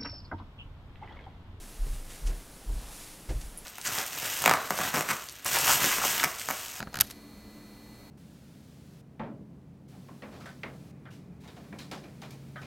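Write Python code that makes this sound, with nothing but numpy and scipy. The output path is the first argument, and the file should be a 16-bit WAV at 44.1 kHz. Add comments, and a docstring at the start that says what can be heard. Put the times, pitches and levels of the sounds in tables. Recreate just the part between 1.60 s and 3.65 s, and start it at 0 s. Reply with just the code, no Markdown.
"""Faint room hum, hiss and rustling clothes over a floor still swinging; then four soft sock steps on carpet.
Each step makes the wooden floor boom (swelling sine modes) and knock dully (coloured noise bursts).
Soles scuff the pile and trouser legs rub (grainy noise bursts); rustle is grainy noise on a level curve.
One small bright tick, a short ringing sine with echoes and a noise tail, comes at the end.
"""
import sys
import numpy as np
from scipy import signal
from scipy.fft import rfft, irfft
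from scipy.io import wavfile
from scipy.ndimage import uniform_filter1d

SR = 44100
rng = np.random.default_rng(int(sys.argv[2]) if len(sys.argv) > 2 else 0)


def materialize(psi):
    """Save the field psi as 16-bit PCM at rate SR to the path in sys.argv[1].

    A 1-D psi becomes a single channel; in a 2-D psi each row is a channel.
    """
    bounded = np.clip(np.atleast_2d(psi).T, -1, 1)
    quanta = np.round(bounded * 32767).astype(np.int16)
    wavfile.write(sys.argv[1], SR, quanta)


N = 90404  # samples


def undb(db):
    """Decibels to gain."""
    return 10 ** (np.asarray(db) / 20)


def noise(colour, tilt_db_per_octave=0):
    """Noise of rms 1, shaped by a spectrum interpolated over octaves and optionally tilted."""
    hz, db = np.array(colour, float).T
    db = db + tilt_db_per_octave * np.log2(hz)
    octave = np.log2(np.maximum(np.fft.rfftfreq(N, 1 / SR), 1))
    gain = undb(np.interp(octave, np.log2(hz), db))
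    shaped = irfft(rfft(rng.standard_normal(N)) * gain, N)
    return shaped / shaped.std()


def walk(rate_hz):
    """Smooth random curve of spread 1: white noise averaged twice over 1 / rate_hz."""
    size = max(int(SR / rate_hz), 1)
    once = uniform_filter1d(rng.standard_normal(N), size)
    twice = uniform_filter1d(once, size)
    return twice / twice.std()


def grainy(x, grain_db, grain_hz=580):
    """Fibres catch and slip: a fast random level flicker, rescaled to rms 1."""
    flickering = x * undb(grain_db * walk(grain_hz))
    return flickering / flickering.std()


def burst(age, attack_s, decay_s):
    """Envelope: straight rise to 1, then exponential fall."""
    rise = np.clip(age / attack_s, 0, 1)
    return rise * np.exp(-np.maximum(age - attack_s, 0) / decay_s)


def ring(age, hz, swell_s, shape):
    """Resonance: a sine whose envelope swells to 1 at swell_s and dies away."""
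    u = np.maximum(age, 0) / swell_s
    envelope = (u * np.exp(1 - u)) ** shape
    return envelope * np.sin(2 * np.pi * hz * age)


# Spectrum of the room air. Each row: frequency in Hz, relative density in dB per Hz.
ROOM_COLOUR = [(20, 0), (45, 2), (80, -6), (150, -3.5), (250, -7.5), (450, -11.5), (800, -14), (1500, -22),
               (3000, -32.5), (8000, -66)]
# Spectrum of the microphone hiss. Each row: frequency in Hz, relative density in dB per Hz.
HISS_COLOUR = [(100, -8), (1500, 3), (4000, 0), (7000, 0), (10500, 2.5), (13000, -3), (14300, -4),
               (15500, -5.5)]
# Faint hum. Each row: frequency in Hz, rms level in dB.
HUM_TONES = [(200, -69), (301, -68)]


def background(t):
    """Steady low room air and hiss as coloured noise; hum as sines of wandering phase."""
    room_db, hiss_db = -52, -55
    hum = np.zeros(N)
    for hz, rms_db in HUM_TONES:
        phase = 2 * np.pi * hz * t + 0.36 * walk(5.3)  # wander in radians
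        hum += undb(rms_db) * np.sqrt(2) * np.sin(phase)
    return hum + undb(room_db) * noise(ROOM_COLOUR) + undb(hiss_db) * noise(HISS_COLOUR)


# Floor still swinging from an earlier step. Single row: level in dB, frequency in Hz, decay in s.
EARLIER_SWING = (-41.5, 29, 0.17)


def floor_settling(t):
    """The floor's swing from an earlier step, a low sine dying exponentially from the start."""
    db, hz, decay_s = EARLIER_SWING
    return undb(db) * np.exp(-t / decay_s) * np.sin(2 * np.pi * hz * t)


# Level curve of the clothes' rustle. Each row: time in seconds, level in dB.
RUSTLE_LEVEL = [(0, -53.5), (.14, -54.5), (.2, -57), (.26, -52.5), (.35, -51.5), (.43, -57), (.56, -50.5),
                (.64, -55), (.74, -54.5), (.9, -60), (1.09, -57.5), (1.2, -52.5), (1.26, -54), (1.33, -48),
                (1.46, -48), (1.55, -52.5), (1.66, -57.5), (1.85, -53), (1.94, -59), (2.05, -57.5)]
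# Spectrum of the cloth. Each row: frequency in Hz, relative density in dB per Hz.
CLOTH_COLOUR = [(150, -5.5), (400, 1), (900, 1.5), (1800, 1.5), (4000, 2), (8000, 3), (10500, 4),
                (13000, -1), (14200, -1), (15500, -19)]
CLOTH_GRAIN_DB = 1


def clothes_rustle(t):
    """Shirt and trousers rustle: fluttering noise, strongest as the knee lifts for the last step."""
    flutter_db = 0.5
    level_db = np.interp(t, *np.array(RUSTLE_LEVEL).T) + flutter_db * walk(35)
    return undb(level_db) * grainy(noise(CLOTH_COLOUR), CLOTH_GRAIN_DB)


# Weight landing on heel or ball, or shifting after the step. Each row: start in seconds, level in dB,
# floor pitch in Hz, swell in s, after-swing in dB relative to the level.
FLOOR_FOOTFALLS = [(0.188, -23, 33.7, 0.035, -22), (0.281, -26, 34.3, 0.033, -6.5),
                   (0.623, -22, 36.5, 0.049, -35), (1.06, -25.5, 40.7, 0.043, -23),
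                   (1.144, -24.5, 42.4, 0.02, -27), (1.21, -43.5, 47.7, 0.045, -4),
                   (1.686, -25.5, 45.5, 0.019, -26), (1.739, -23.5, 43.5, .02, -15),
                   (1.826, -36, 45.6, 0.029, -13)]


def floor_booms(t):
    """The floor sinks under each footfall, booms in two bending modes and swings on slowly on its joists."""
    shape = 1.92  # higher = rounder swell, quicker end
    upper_ratio, upper_db = 1.683, -18.5
    sway_hz, sway_decay_s = 25.63, 0.19
    out = np.zeros(N)
    for start_s, db, hz, swell_s, sway_db in FLOOR_FOOTFALLS:
        age = t - start_s
        lower = ring(age, hz, swell_s, shape)
        upper = undb(upper_db) * ring(age, hz * upper_ratio, swell_s, shape)
        sway = burst(age, swell_s, sway_decay_s) * np.sin(2 * np.pi * sway_hz * age)
        out -= undb(db) * (lower + upper + undb(sway_db) * sway)  # minus: sinks first
    return out


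# Dull board knocks. Each row: start in seconds, low thud in dB, woody body in dB, attack in s, decay in s.
BOARD_KNOCKS = [(0.238, -46.5, -52.5, 0.037, 0.023), (0.311, -38, -68, 0.023, 0.015),
                (.35, -55.5, -62, 0.018, 0.15), (.612, -45.5, -56, 0.018, 0.065),
                (0.666, -46.5, -47, 0.021, 0.058), (1.079, -45, -49.5, 0.016, 0.052),
                (1.134, -49, -58, 0.012, 0.084), (1.684, -36.5, -39.5, 0.022, 0.024),
                (1.735, -40.5, -68, .01, 0.051)]
# Spectrum of the low thud. Each row: frequency in Hz, relative density in dB per Hz.
THUD_COLOUR = [(30, -23), (65, 1), (110, 1), (150, -1.5), (220, -14.5), (400, -35), (1000, -72)]
# Spectrum of the woody body. Each row: frequency in Hz, relative density in dB per Hz.
BODY_COLOUR = [(100, -30), (200, -10), (260, 0.5), (330, -2.5), (440, 0), (620, -5.5), (900, -13),
               (1500, -32), (3000, -27), (8000, -50)]


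def board_knocks(t):
    """Dense board and room resonances, muffled by the carpet, as bursts of low and woody noise."""
    out = np.zeros(N)
    for start_s, thud_db, body_db, attack_s, decay_s in BOARD_KNOCKS:
        thud = undb(thud_db) * noise(THUD_COLOUR)
        body = undb(body_db) * noise(BODY_COLOUR)
        out += burst(t - start_s, attack_s, decay_s) * (thud + body)
    return out


# Soles brushing the pile. Each row: start in seconds, level in dB, attack in s, decay in s,
# tilt in dB per octave.
SOLE_SCUFFS = [(0.489, -49, 0.015, 0.047, 0), (.657, -43.5, 0.017, 0.02, 2.5),
               (0.674, -48.5, 0.026, 0.042, -5.5), (1.688, -43.5, 0.0088, 0.023, -2.5),
               (1.807, -46, 0.008, 0.012, 3)]
# Spectrum of the scuffs before tilt. Each row: frequency in Hz, relative density in dB per Hz.
SCUFF_COLOUR = [(200, -17), (800, 3), (2000, 5.5), (4000, 2.5), (7000, 2.5), (10000, -4), (15000, -19.5)]


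def sole_scuffs(t):
    """Socks brush the pile: short bursts of grainy noise, each tilted brighter or duller."""
    out = np.zeros(N)
    for start_s, db, attack_s, decay_s, tilt_db in SOLE_SCUFFS:
        brush = grainy(noise(SCUFF_COLOUR, tilt_db), grain_db=1)
        out += undb(db) * burst(t - start_s, attack_s, decay_s) * brush
    return out


# Trouser legs rubbing. Each row: start in seconds, level in dB, attack in s, decay in s.
TROUSER_RUBS = [(1.12, -53.5, .11, 0.087)]
# Spectrum of the rub. Each row: frequency in Hz, relative density in dB per Hz.
RUB_COLOUR = [(100, -6), (300, -7), (900, 0), (1600, -10.5), (4000, -10.5), (10000, -30)]


def trouser_rubs(t):
    """Trouser legs rub: grainy noise bursts, lower in pitch than the rustle."""
    out = np.zeros(N)
    for start_s, db, attack_s, decay_s in TROUSER_RUBS:
        rub = grainy(noise(RUB_COLOUR), CLOTH_GRAIN_DB)
        out += undb(db) * burst(t - start_s, attack_s, decay_s) * rub
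    return out


# Reflections off nearby furniture. Each row: delay in seconds, level in dB relative to the click.
FURNITURE_ECHOES = [(.0045, -26), (.0085, -15), (0.0118, -5)]
# Spectrum of the tick's room tail. Each row: frequency in Hz, relative density in dB per Hz.
TAIL_COLOUR = [(5000, -40), (8000, -10), (9100, -2), (10200, 0), (11200, 1), (12500, -12), (15000, -24)]


def tick(t):
    """A small hard object ticks once: a brief high ring, its first reflections and a noise tail."""
    start_s, db, hz, swell_s = 1.97495, -24.5, 10250, 0.00048
    tail_db, tail_attack_s, tail_decay_s = -43, 0.00067, 0.02
    age = t - start_s

    def click(delay_s):
        return undb(db) * ring(age - delay_s, hz, swell_s, shape=4.4)

    echoes = sum(undb(echo_db) * click(delay_s) for delay_s, echo_db in FURNITURE_ECHOES)
    tail = undb(tail_db) * burst(age, tail_attack_s, tail_decay_s) * noise(TAIL_COLOUR)
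    return click(0) + echoes + tail


def scene():
    """All sources summed at one point, the same in both ears."""
    t = np.arange(N) / SR
    sound = background(t) + floor_settling(t) + clothes_rustle(t)
    sound += floor_booms(t) + board_knocks(t) + sole_scuffs(t)
    sound += trouser_rubs(t) + tick(t)
    return np.array([sound, sound])


def record(dry):
    """The microphone port leaves a narrow dip in the treble; a steep low-pass cuts the top."""
    notch_hz, notch_width_hz, notch_db = 11740, 200, -10
    top_hz, ripple_db, stop_db = 15750, 0.1, 80
    hz = np.fft.rfftfreq(N, 1 / SR)
    port = undb(notch_db * np.exp(-((hz - notch_hz) / notch_width_hz) ** 2))
    dipped = irfft(rfft(dry) * port, N)
    top = signal.ellip(12, ripple_db, stop_db, top_hz, fs=SR, output="sos")
    return signal.sosfilt(top, dipped)


dry = scene()
out = record(dry)
materialize(out)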